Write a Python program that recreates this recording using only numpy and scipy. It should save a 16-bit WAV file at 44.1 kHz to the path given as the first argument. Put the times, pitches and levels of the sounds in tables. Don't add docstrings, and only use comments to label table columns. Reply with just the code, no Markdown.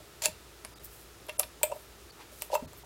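import sys
import numpy as np
from scipy import signal
from scipy.io import wavfile
from scipy.ndimage import uniform_filter1d

SR = 44100
rng = np.random.default_rng(int(sys.argv[2]) if len(sys.argv) > 2 else 0)


def transcribe(signal):
    frames = np.atleast_2d(signal).T
    limited = np.clip(frames, -1, 1)
    pcm = np.round(limited * 32767).astype(np.int16)
    wavfile.write(sys.argv[1], SR, pcm)


def gain_from_db(level_db):
    decades = np.asarray(level_db, float) / 20
    return 10 ** decades


N = 125685

# f/Hz, level/dB, t60/s
LEVER_MODES = [(1940, -22, 0.028), (2674, -9.5, 0.019), (3700, -16, 0.025), (4800, -9.5, .012),
               (6450, -38, 0.018), (7300, -4, 0.014), (8450, -33, 0.028), (9670, -14, 0.029),
               (10560, -8, 0.03), (13400, -31, .015), (13260, -22, 0.014)]
HOUSING_CUT_HZ = 501


def level(x, db):
    return x * gain_from_db(db) / np.sqrt(np.mean(x ** 2))


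def band(x, hz, width):
    return signal.lfilter(*signal.iirpeak(hz, hz / min(width, SR / 3), fs=SR), x)


def highpass(x, order, hz):
    return signal.sosfilt(signal.butter(order, hz, "high", fs=SR, output="sos"), x)


def lowpass(x, hz):
    return signal.sosfilt(signal.ellip(8, 0.2, 60, hz, fs=SR, output="sos"), x)


def walk(rate):
    k = int(SR / rate)
    steps = np.repeat(rng.standard_normal(N // k + 1), k)
    return 0.66 * uniform_filter1d(uniform_filter1d(steps, k), k)[:N]


def add(out, s, x):
    i = max(int(s * SR), 0)
    out[i:i + len(x)] += x[:N - i]


def push(ms):
    t = np.arange(SR // 4) / SR
    return np.sin(np.pi * np.clip(t * 1000 / ms, 0, 1))


def grit(count, spread_db):
    grains_per_s = 9000
    chance, side, size = rng.random((3, count))
    struck = chance < grains_per_s / SR
    return struck * np.sign(side - 0.5) * gain_from_db(-spread_db * np.log(size + 0.0032))


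def ring(x, modes, spread=0, count=5):
    scatter_db = 4
    out = 0
    chance = rng.standard_normal((len(modes), count, 3))
    for (hz, db, t60), partials in zip(modes, chance):
        for offset, size, turn in partials:
            turn_per_sample = 2 * np.pi * hz * (1 + spread * offset) / SR
            pole = np.exp(1j * turn_per_sample - np.log(1000) / (t60 * SR))
            partial = signal.lfilter([np.exp(0.5j * turn)], [1, -pole], x).imag
            out = out + gain_from_db(db + scatter_db * size) / np.sqrt(count) * partial
    return out


def workshop():
    # f/Hz, level/dB per Hz
    air = np.array([(25, -40), (60, -14), (200, -16), (400, -12), (700, -17), (1300, -20), (3500, -21.5),
                    (15000, -29)])
    # f/Hz, width/Hz, level/dB
    machines = [
        (62.3, 17.4, -64.5),
        (115.5, 25, -65),
        (350.5, 26, -67),
        (408, 18, -66),
        (1313, 210, -66),
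    ]
    swell_db, flicker_db = 0.2, 0.35
    out, swell = 0, walk(0.98)
    for hz in 28 * 2 ** np.arange(0, 9.4, 0.5):
        x = band(band(rng.standard_normal(N), hz, hz / 2), hz, hz / 2)
        db = np.interp(np.log(hz), np.log(air[:, 0]), air[:, 1])
        out = out + x * gain_from_db(db + swell_db * swell + flicker_db * walk(9.53))
    out = level(lowpass(out, 17300), -55)
    out = out + gain_from_db(-59 + 1.9 * walk(2.3)) * np.sin(2 * np.pi * 57.3 * np.arange(N) / SR)
    for hz, width, db in machines:
        out = out + level(band(rng.standard_normal(N), hz, width), db)
    return out


def room_tail():
    # f/Hz, width/Hz, level/dB, t60/s
    bands = [
        (720, 1600, -15.5, 0.19),
        (3000, 2900, -21.5, 0.33),
        (8000, 30500, -24.5, 0.18),
        (13500, 2000, -15, 0.11),
    ]
    t = np.arange(SR // 2) / SR
    tail = 0
    for hz, width, db, t60 in bands:
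        decay = np.exp(-np.log(1000) * t / t60) * np.minimum(t / 0.0017, 1)
        x = band(rng.standard_normal(len(t)), hz, width) * decay
        tail = tail + gain_from_db(db) * x / np.sqrt(np.sum(x ** 2)) * np.sqrt(width * np.pi / SR) * 2
    return tail


def housing(x):
    # f/Hz, level/dB, t60/s
    casting = [(433, -3.5, 0.029), (587.3, -5, 0.052), (617, -2.5, 0.06), (749, -5.5, 0.04),
               (921.5, 1.5, 0.035), (1180, -12, 0.05), (2700, -7, 0.048)]
    return highpass(ring(x, casting, spread=0.0045, count=1), 4, HOUSING_CUT_HZ)


def thuds():
    # t/s, level/dB, f/Hz, t60/s
    blows = [
        (0.283, -35.5, 304, 0.054),
        (0.286, -43.5, 193, 0.1),
        (0.296, -38.5, 86.7, 0.25),
        (2.624, -29.5, 252, 0.095),
        (2.644, -35, 90.4, 0.25),
        (2.665, -38, 170, 0.062),
        (2.83, -48, 146, 0.088),
    ]
    out = np.zeros(N)
    for s, db, hz, t60 in blows:
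        add(out, s, gain_from_db(db - 36.5) * ring(push(0.93), [(hz, 0, t60), (1.6 * hz, -4, t60)], count=1))
    return out


def knocks():
    # t/s, peak level/dB, contact/ms
    rocking = [(.002, -48, 3.9), (.242, -40.5, 4.5), (.259, -28.5, 2.9), (.28, -37.5, 2.5),
               (.288, -58, 6.4), (1.287, -34.5, 2.4), (1.388, -34.5, 2.3), (1.3985, -24.5, 0.55),
               (1.44, -43, 5.4), (1.613, -39, 2.9), (1.634, -20.5, 2.36), (1.696, -34, 4.9),
               (1.704, -42, 6.2), (1.713, -30.5, 4.1), (1.7215, -23, 1.7), (1.727, -32, 3.35),
               (1.76, -39, 3.4), (2.32, -48, 6.5), (2.501, -32, 1.5), (2.517, -32.5, 6.3),
               (2.530, -20.5, 2.57), (2.536, -17, 3.4), (2.554, -22.5, 2.75), (2.561, -32.5, 2.5),
               (2.585, -43, 13), (2.625, -43.5, 12.5), (2.642, -42.5, 2.4), (2.835, -45.5, 2.5)]
    out = np.zeros(N)
    chatter = np.sin(2 * np.pi * 612 * np.arange(SR // 4) / SR)
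    for s, db, ms in rocking:
        knock = housing(push(ms) * chatter)
        add(out, s, gain_from_db(db) * knock / np.abs(knock).max())
    return out


def brushes():
    # centre t/s, length/s, level/dB, f/Hz, width/Hz
    strokes = [(1.402, 0.025, -42, 1500, 3000), (.85, 0.042, -45.5, 13200, 7040),
               (0.958, 0.24, -56, 12500, 7000), (1.297, 0.026, -42, 1900, 2090),
               (1.436, 0.019, -41.5, 2500, 3000), (1.764, 0.27, -58.5, 11800, 8000),
               (2.214, 0.052, -54.5, 2240, 3660), (2.334, 0.057, -56.5, 9000, 12100),
               (2.422, 0.18, -52.5, 11800, 9000), (2.547, 0.019, -38.5, 12700, 7000),
               (0.276, 0.047, -46, 6000, 12000), (.652, 0.019, -48.5, 1110, 1600),
               (2.422, 0.027, -44.5, 4800, 2500), (1.638, .016, -34, 3000, 1600),
               (2.207, 0.096, -55, 910, 700), (2.544, 0.062, -41.5, 3860, 6700),
               (2.783, 0.056, -54.5, 14000, 5000)]
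    out, t = np.zeros(N), np.arange(SR // 3) / SR
    middle = t[-1] / 2
    for s, length, db, hz, width in strokes:
        grains = grit(len(t), 4.5) + 0.06 * rng.standard_normal(len(t))
        rub = level(band(band(grains, hz, width), hz, 2 * width), db)
        add(out, s - middle, rub * np.exp(-2 * ((t - middle) / length * 2) ** 2))
    return out


def scrapes():
    # start t/s, length/s, start level/dB, end level/dB
    slides = [
        (0.2185, 0.019, -26, -46),
        (0.2272, .0285, -36.5, -24),
        (0.2595, 0.012, -22, -40.5),
    ]
    out, t = np.zeros(N), np.arange(SR // 3) / SR
    for s, length, db0, db1 in slides:
        pressure = gain_from_db(db0 + (db1 - db0) * np.minimum(t / length, 1))
        force = grit(len(t), 1.5) * (t < length) * np.minimum(t / 0.003, 1) * pressure
        rasp = band(band(force, 3700, 10000), 4100, 11000)
        add(out, s, gain_from_db(-20) * ring(force, LEVER_MODES, 0.033) + gain_from_db(-31) * housing(force) + gain_from_db(4) * rasp)
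    return out


def glints():
    # t/s, peak level/dB, f/Hz, t60/s
    catches = [(0.2217, -30, 7400, 0.018), (0.2244, -33, 12700, .015), (0.22, -32, 4640, .02),
               (0.2382, -20, 7300, .009), (.2572, -18, 4470, 0.0088), (.2572, -14, 9340, 0.0075),
               (0.2572, -9, 7480, .007), (0.256, -19, 14700, 0.011), (.649, -40, 10360, .025),
               (1.718, -40, 8300, 0.022), (.259, -26, 2650, 0.053), (.649, -50, 2160, 0.039),
               (1.2951, -33, 2700, 0.044), (1.3982, -37, 2695, 0.063), (1.402, -36.5, 1180, 0.053),
               (1.4113, -30, 10700, 0.026), (1.434, -36, 2680, 0.024), (1.721, -43, 2700, 0.049),
               (2.42, -37, 3000, 0.027), (2.519, -45, 2770, 0.044), (2.5267, -52, 3570, 0.0077),
               (2.534, -41, 4420, .015), (2.541, -39, 4450, 0.018), (2.541, -42, 7600, .02),
               (2.5495, -35, 4440, .015), (2.549, -34.5, 6350, 0.031), (2.5516, -33, 2700, 0.028),
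               (2.553, -36, 7650, 0.021)]
    out = np.zeros(N)
    for s, db, hz, t60 in catches:
        force = push(900 / hz) * (np.arange(SR // 4) < SR // 400)
        flash = band(ring(force, [(hz, 0, t60)], 0.015, count=2), hz, hz)
        add(out, s, gain_from_db(db) * flash / np.abs(flash).max())
    return out


def hits(table, modes, spread, crack_ms):
    crack_width = 0.5
    shimmer_db, shimmer_t60_s = -25.5, 0.05
    out = np.zeros(N)
    t = np.arange(SR // 4) / SR
    age = t * 1000 / crack_ms
    blow = np.diff(np.minimum(age * 4, 1), prepend=0)
    for s, crack_db, hz, ring_db, housing_db in table:
        force = rng.standard_normal((2, len(age))) * age * np.exp(-2 * age)
        crack = band(band(force[0], hz, crack_width * hz), hz, 2 * crack_width * hz)
        metal = ring(force[1] / np.sqrt(np.sum(force[1] ** 2)), modes, spread)
        fade = np.exp(-np.log(1000) * t / shimmer_t60_s) * np.minimum(age, 1)
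        shimmer = fade * band(rng.standard_normal(len(age)), 8000, 9300)
        metal = metal + gain_from_db(shimmer_db + 14.5) * shimmer
        add(out, s, gain_from_db(crack_db) * crack / np.abs(crack).max())
        add(out, s, gain_from_db(ring_db) * metal + gain_from_db(housing_db) * housing(blow))
    return highpass(out, 2, HOUSING_CUT_HZ)


def lever():
    # t/s, crack level/dB, crack f/Hz, ring level/dB, housing level/dB
    snaps = [
        (.2225, -37, 7400, -50, -61),
        (.2382, -37, 7300, -52, -57),
        (.2568, -16, 7740, -42, -60),
        (.2575, -31, 9420, -24.5, -51),
    ]
    return hits(snaps, LEVER_MODES, 0.029, 0.35)


def collar():
    # f/Hz, level/dB, t60/s
    collar_modes = [(2140, -25, 0.13), (2410, -17, 0.059), (2560, -11.5, 0.062), (3460, -12, 0.023),
                    (3930, -29, 0.019), (4700, -25, 0.047), (5370, -14, 0.025), (7200, -6, .03),
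                    (7860, 1, 0.032), (8500, -5, 0.065), (10450, -17, .04), (12300, -22, .03),
                    (13100, -0.5, 0.034), (14900, -5, .035)]
    # t/s, crack level/dB, crack f/Hz, ring level/dB, housing level/dB
    strikes = [
        (1.6315, -9, 12500, -30.5, -48),
        (1.6326, -19.5, 3170, -26.5, -69),
        (1.650, -38, 8200, -52, -55),
        (1.7185, -42, 8300, -51, -38.5),
        (2.4211, -23.5, 2400, -48, -41),
        (2.4212, -19, 12400, -80, -69),
        (2.553, -34, 2700, -41, -28.5),
        (2.7322, -40, 9200, -57.5, -52),
    ]
    return hits(strikes, collar_modes, 0.02, 0.27)


def pin():
    # f/Hz, level/dB, t60/s
    pin_modes = [(7000, -36, 0.013), (9000, -8, 0.03), (10360, -3.5, 0.033), (11000, -5, 0.018),
                 (11200, -15, 0.0093), (12700, -23, 0.012)]
    # t/s, crack level/dB, crack f/Hz, ring level/dB, housing level/dB
    ticks = [(.6486, -31.5, 4500, -41, -69), (.6488, -31, 940, -54, -51), (1.2655, -53, 13500, -68, -62),
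             (1.2672, -37, 14500, -67, -76), (1.285, -41, 9000, -52.5, -55),
             (1.294, -32, 10700, -46.5, -40), (1.2945, -30, 2650, -64, -48), (1.328, -44, 12000, -64, -70),
             (1.3925, -24, 8000, -45, -49), (1.3950, -12.5, 10800, -24.5, -59),
             (1.3962, -13.5, 11900, -18, -41), (1.4285, -31, 9500, -57, -48), (1.4325, -24, 3450, -62, -49)]
    return hits(ticks, pin_modes, 0.0104, 0.63)


def scene():
    near = thuds() + knocks() + brushes() + scrapes() + lever() + collar() + pin()
    flashes = glints()
    scatter = signal.fftconvolve(near + 0.65 * flashes, room_tail())[:N]
    return (near + flashes + scatter + workshop())[None]


def top_cut(x):
    return signal.sosfilt(signal.butter(12, 16820, fs=SR, output="sos"), x)


def record(dry):
    # centre t/s, length/s, above f/Hz, depth/0-1
    dropouts = [(0.748, 0.015, 2020, 0.89), (0.791, 0.0087, 900, 0.78), (1.382, 0.015, 1160, 0.93),
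                (2.115, 0.0082, 1220, 0.89), (2.668, 0.016, 1710, 0.88), (2.837, 0.012, 1500, 0.58)]
    # centre t/s, length/s, level/dB, f/Hz, width/Hz
    noise_bands = [(0.747, 0.037, -62, 4770, 300), (0.788, 0.03, -65, 3760, 300),
                   (1.389, .016, -45, 10300, 2200), (2.107, 0.018, -54.5, 4430, 500),
                   (2.665, 0.022, -69, 4170, 300)]
    t = np.arange(N) / SR
    for s, length, hz, depth in dropouts:
        high = signal.sosfiltfilt(signal.butter(4, hz, "high", fs=SR, output="sos"), dry)
        dry = dry - high * depth * np.exp(-(2 * (t - s) / length) ** 4)
    for s, length, db, hz, width in noise_bands:
        edges = [hz - width / 2, hz + width / 2]
        bandpass = signal.butter(4, edges, "band", fs=SR, output="sos")
        noise_band = level(signal.sosfilt(bandpass, rng.standard_normal(N)), db)
        dry = dry + noise_band * np.exp(-(2 * (t - s) / length) ** 4)
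    return top_cut(lowpass(dry, 15950))


dry = scene()
out = record(dry)
transcribe(out)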